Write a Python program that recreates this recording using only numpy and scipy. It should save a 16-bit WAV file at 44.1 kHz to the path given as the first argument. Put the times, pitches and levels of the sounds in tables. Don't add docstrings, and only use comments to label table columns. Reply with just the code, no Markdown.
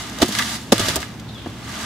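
import sys
import numpy as np
from scipy import signal
from scipy.fft import rfft, irfft
from scipy.io import wavfile

SR = 44100
rng = np.random.default_rng(int(sys.argv[2]) if len(sys.argv) > 2 else 0)


def master_out(mix):
    frames = np.transpose(np.atleast_2d(mix))
    ceiling = np.clip(frames, -1, 1)
    pcm = np.round(ceiling * 32767).astype(np.int16)
    wavfile.write(sys.argv[1], SR, pcm)


N = 81585

# frequency in Hz, relative gain in dB.
AIR_EQ = [(25, -9), (50, -16), (85, 0), (110, 15), (170, 10), (290, 10), (400, 3), (520, -3), (680, 0),
          (1000, -3), (2000, -8.5), (3500, -11), (5000, -17.5), (9000, -28), (16000, -31)]
# pitch in Hz, pitch waver in Hz, level in dB.
HUM_PARTIALS = [(68.9, 5.2, -46.5), (116.95, 4.38, -42.5), (164.5, 10.3, -49.5), (205.5, 8.3, -48),
                (247.6, 12, -47.5)]
# start in seconds, level in dB, centre in Hz,
# decay in seconds.
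FAR_CALLS = [(1.275, -40.5, 3760, .035), (1.365, -41.5, 3250, 0.16)]
# start and length in seconds, first and last pitch in Hz,
# relative level in dB.
BIRD_NOTES = [(1.325, 0.029, 3830, 3600, -51), (1.347, 0.029, 3600, 3200, -42),
              (1.412, 0.018, 2420, 2540, -54.5), (1.626, 0.029, 4030, 4670, -50)]
# centre in Hz, width in Hz, boost in dB.
CAVITY_MODES = [(653, 44, 6), (1215, 250, 2), (1672, 98, 4), (3560, 650, 2.5), (4260, 400, 2.5)]
# time in seconds, relative level in dB, extra treble in dB.
SLIDE_ENVELOPE = [(0, -34, -1), (.05, -37, -2.5), (.17, -37, -10), (.25, -34.5, 3), (.31, -33.5, -2.5),
                  (.38, -31.5, 4.5), (.44, -33.5, 4), (.475, -32.5, 2.5), (.56, -33.5, 4), (.58, -43, 4.5),
                  (.63, -52.5, 11), (.71, -57.5, 7), (1.1, -61, -10), (1.61, -46, -4.5), (1.70, -35, -7),
                  (1.81, -31, -6.5), (1.85, -30.5, -5.5)]
# frequency in Hz, relative gain in dB.
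SLIDE_EQ = [(120, -20), (300, -1), (500, -14.5), (660, 1), (950, 0.5), (1400, 1), (3500, -1.5), (5200, -5),
            (8000, -7.5), (11000, -13), (16000, -27.5)]
# time in seconds, relative level in dB.
SHOWER_ENVELOPE = [(.725, -51), (.738, -31), (.762, -30.5), (.79, -29.5), (.83, -26.5), (.87, -27),
                   (.90, -24.5), (.925, -30.5), (.955, -30), (.985, -36.5), (1.035, -39), (1.09, -46),
                   (1.2, -55)]
# frequency in Hz, relative gain in dB.
SHOWER_EQ = [(80, -4), (200, 12), (420, 3), (900, 2), (1300, 5), (2500, 4), (4000, 0), (5500, -2.5),
             (8000, -6.5), (11000, -11), (16000, -22)]
# start in seconds, relative level in dB,
# pitch in Hz, decay in seconds, sharpness as Q.
STONE_HITS = [(0.2, -31.5, 800, 0.014, 3), (0.224, -18, 830, 0.0065, 1.9),
              (0.3222, -28.5, 3570, 0.015, 0.66), (0.3504, -18.5, 2280, 0.0033, 0.51),
              (0.3863, -16, 3150, 0.0057, 0.74), (0.392, -22.5, 1730, .022, 3),
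              (0.402, -26.5, 1200, 0.011, 1.9), (0.422, -20, 1890, 0.0044, 0.87),
              (0.7235, -10, 566, 0.0084, 6.1), (0.7809, -15, 3800, .0008, 1.2),
              (0.962, -26, 680, 0.018, 8.9), (1.0278, -24.5, 1620, 0.0044, 1.7),
              (1.4598, -32, 796, 0.0071, 1.5)]
# start in seconds, level in dB, pitch in Hz, decay in seconds.
BOX_BOOMS = [(0.724, -27.5, 107.7, 0.058), (0.80, -22.5, 100.8, .06), (0.886, -32, 83, .05),
             (0.954, -30.5, 69.4, 0.075), (1.466, -26, 98, 0.02)]
# pitch in Hz, relative level in dB, time to fade 60 dB in seconds.
BOARD_MODES = [(221.5, -5.5, 0.072), (261, 4, 0.032), (330.8, -5.5, 0.12), (443, -7, 0.046),
               (499, -3.5, 0.037), (563, -3.5, .028), (639, -15, 0.1), (692, -18, 0.059), (888, -26, 0.094),
               (1115, -5, 0.029)]
# start in seconds, relative level in dB, contact time in
# milliseconds, then the ratios that scale the modes' pitch and ring time.
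LUMP_HITS = [(0.2286, -8, 0.15, 1.08, 1.2), (0.2313, -4.5, 1.6, 1.12, 1.1),
             (0.2899, -16.5, 1.04, 0.92, 2.4), (0.7231, -3, 0.22, 0.974, 0.54),
             (0.727, -0.5, .28, 1.06, 0.27), (0.7313, -1.5, 0.71, 0.9, 0.26), (0.802, -10, 1.12, 1.2, 1.3),
             (0.886, -19.5, 0.47, 1.1, 0.83), (0.9614, -21, 0.23, 1.19, 1.8),
             (1.4611, -21, 0.42, 1.0, 0.36), (1.4695, -14.5, 1.7, 1.05, 1.3)]
# start in seconds, relative level in dB, attack and decay
# in seconds, treble tilt in dB per octave.
SPLAT_HITS = [(0.184, -28, 0.003, 0.0045, -1), (0.198, -39, 0.0065, .008, -6.5),
              (0.2123, -13, 0.009, 0.0044, -1.5), (0.2247, -14.5, 0.0037, 0.0057, -4),
              (0.258, -40, .003, 0.0033, 8), (0.275, -31.5, 0.0097, 0.0078, 4),
              (0.7192, -7, 0.0041, 0.0052, -0.5), (0.792, -20.5, 0.0044, .013, -0.5),
              (0.879, -19.5, 0.0065, 0.0068, 0), (0.957, -21, 0.0013, 0.0023, 6),
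              (0.962, -20, 0.0015, 0.005, -0.5), (1, -34, 0.0028, 0.0096, 0.5),
              (1.016, -35, 0.0014, .007, 0), (1.194, -37.5, 0.0043, 0.0046, -2)]
# frequency in Hz, relative gain in dB.
SPLAT_EQ = [(150, 2.5), (400, 8.5), (750, 2), (1100, -4.5), (2400, 0.5), (3600, 3.5), (5500, 1), (8000, -1),
            (12000, -10), (16000, -13)]

TIME = np.arange(N) / SR
FREQS = np.arange(N + 1) * SR / (2 * N) + 1e-3


def undb(db):
    return 10 ** (np.asarray(db) / 20)


def unit(x):
    return x / np.sqrt(np.mean(x ** 2) + 1e-18)


def shape(x, gain):
    return irfft(rfft(x, 2 * N) * gain)[..., :N]


def noise(gain):
    return unit(shape(rng.standard_normal((2, N)), gain))


def eq(points):
    hz, db = np.array(points).T
    return undb(np.interp(np.log(FREQS), np.log(hz), db))


def resonance(hz, width_hz):
    return 1 / (1 + 1j * (FREQS ** 2 - hz ** 2) / (FREQS * width_hz))


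def fader(points, column=1):
    points = np.array(points)
    return undb(np.interp(TIME, points[:, 0], points[:, column]))


def burst(start, attack_s, decay_s):
    age = TIME - start
    return np.clip(age / attack_s, 0, 1) ** 1.8 * np.exp(-np.maximum(age - attack_s, 0) / decay_s)


def wander(cutoff_hz):
    return unit(shape(rng.standard_normal(N), 1 / (1 + (FREQS / cutoff_hz) ** 4)))


def spread(pair, width=0.83, wide_above_hz=2840, pan_db=-0.5):
    mid, side = pair
    side = shape(side, width * FREQS / np.hypot(FREQS, wide_above_hz))
    return np.array([mid + side, mid - side]) * undb([[pan_db / 2], [-pan_db / 2]])


def reverb(x, t60_s, wet_db, low_cut_hz=900):
    tail = shape(rng.standard_normal((2, N)), FREQS / np.hypot(FREQS, low_cut_hz))
    tail *= undb(-60 * TIME / t60_s)
    return x + undb(wet_db) * shape(x, rfft(unit(tail), 2 * N) / np.sqrt(N))


def grit(per_s, scatter_db, tone):
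    fires = rng.random((2, N)) < per_s / SR
    size = np.minimum(rng.exponential(size=(2, N)), 5)
    clicks = fires * undb(scatter_db * size) * rng.choice([-1, 1], (2, N))
    cavity = 1 + sum((undb(db) - 1) * resonance(hz, width) for hz, width, db in CAVITY_MODES)
    return unit(shape(clicks, tone * cavity))


def breeze():
    return undb(-47.5) * noise(resonance(hz=90, width_hz=180))


def open_air():
    return spread(undb(-37.5) * noise(eq(AIR_EQ)))


def machine_hum(waver_rate_hz=11.72, waver_db=2.5):
    hum = 0
    for hz, waver_hz, db in HUM_PARTIALS:
        level = np.sqrt(2) * undb(db + waver_db * wander(waver_rate_hz))
        pitch = hz + waver_hz * wander(waver_rate_hz)
        hum += level * np.sin(2 * np.pi * np.cumsum(pitch) / SR)
    return hum


def birds():
    song, far = 0, 0
    for start, length, from_hz, to_hz, db in BIRD_NOTES:
        progress = np.clip((TIME - start) / length, 0, 1)
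        pitch = from_hz + (to_hz - from_hz) * progress
        song += 2 * undb(db) * np.sin(np.pi * progress) * np.sin(2 * np.pi * np.cumsum(pitch) / SR)
    for start, db, hz, decay in FAR_CALLS:
        blur = noise(resonance(hz, width_hz=990) ** 2)
        far += undb(db) * burst(start, attack_s=0.016, decay_s=decay) * blur
    lean_left = undb([[1.5], [-1.5]])
    return reverb(song, t60_s=0.4, wet_db=-10) * lean_left + far


def wet_crackle():
    motion = fader(SLIDE_ENVELOPE) + fader(SHOWER_ENVELOPE)
    ticks = grit(per_s=330, scatter_db=3, tone=resonance(hz=5570, width_hz=5570) ** 2)
    return undb(-13) * motion * ticks


def bucket_slide(treble_hz=2560, bucket_hz=216.6):
    scrape = grit(per_s=12000, scatter_db=2, tone=eq(SLIDE_EQ))
    dull = shape(scrape, 1 / (1 + (FREQS / treble_hz) ** 2))
    hollow = undb(-5.5) * noise(resonance(bucket_hz, width_hz=10.5) * resonance(bucket_hz, bucket_hz))
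    brightness = fader(SLIDE_ENVELOPE, column=2)
    return fader(SLIDE_ENVELOPE) * (dull + brightness * (scrape - dull + hollow))


def crumb_shower():
    return fader(SHOWER_ENVELOPE) * grit(per_s=6000, scatter_db=2.5, tone=eq(SHOWER_EQ))


def stones():
    out = 0
    for start, db, hz, decay, q in STONE_HITS:
        grains = grit(per_s=13000, scatter_db=-0.5, tone=resonance(hz, hz / q) * resonance(hz, 2 * hz))
        chatter = burst(start, attack_s=0.00072, decay_s=decay) * grains
        tick = burst(start, attack_s=1 / hz, decay_s=0.00055) * np.sin(2 * np.pi * hz * (TIME - start))
        out += undb(db) * (spread(chatter) + undb(-2.5) * tick)
    return out


def box_booms(attack_s=0.0072):
    return sum(undb(db) * burst(start, attack_s, decay) * np.sin(2 * np.pi * hz * (TIME - start))
               for start, db, hz, decay in BOX_BOOMS)


def lump_thuds(radiate_hz=126):
    age, jw, spectrum = TIME[:N // 2], 2j * np.pi * FREQS, 0
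    for start, db, contact_ms, pitch, ring in LUMP_HITS:
        boards = sum(undb(level - 60 * age / (t60 * ring)) * np.cos(2 * np.pi * hz * pitch * age)
                     for hz, level, t60 in BOARD_MODES)
        delay = np.exp(-jw * start)
        softness = 1 / (1 + jw * contact_ms / 1000)
        spectrum -= undb(db) * rfft(boards, 2 * N) * delay * softness
    s = 1j * FREQS / radiate_hz
    low_cut = s * s / (s * s + np.sqrt(2) * s + 1)
    return undb(-2.5) * irfft(spectrum * low_cut)[:N]


def lump_splats():
    spray = grit(per_s=18000, scatter_db=2, tone=eq(SPLAT_EQ))
    octaves = np.log2(np.clip(FREQS, 500, 9000) / 3000)
    return sum(undb(db) * burst(start, attack, decay) * shape(spray, undb(tilt * octaves))
               for start, db, attack, decay, tilt in SPLAT_HITS)


def scene():
    concrete = spread(lump_splats() + bucket_slide() + crumb_shower() + wet_crackle()) + stones()
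    in_box = undb(1.5) * reverb(concrete, t60_s=0.04, wet_db=-3.5)
    pour = in_box + lump_thuds() + box_booms()
    return pour + birds() + machine_hum() + open_air() + breeze()


def record(dry, ceiling=0.83, top_hz=15600):
    rounded = dry / (1 + (dry / ceiling) ** 6) ** (1 / 6)
    return signal.sosfilt(signal.ellip(10, .2, 70, top_hz, fs=SR, output="sos"), rounded)


dry = scene()
out = record(dry)
master_out(out)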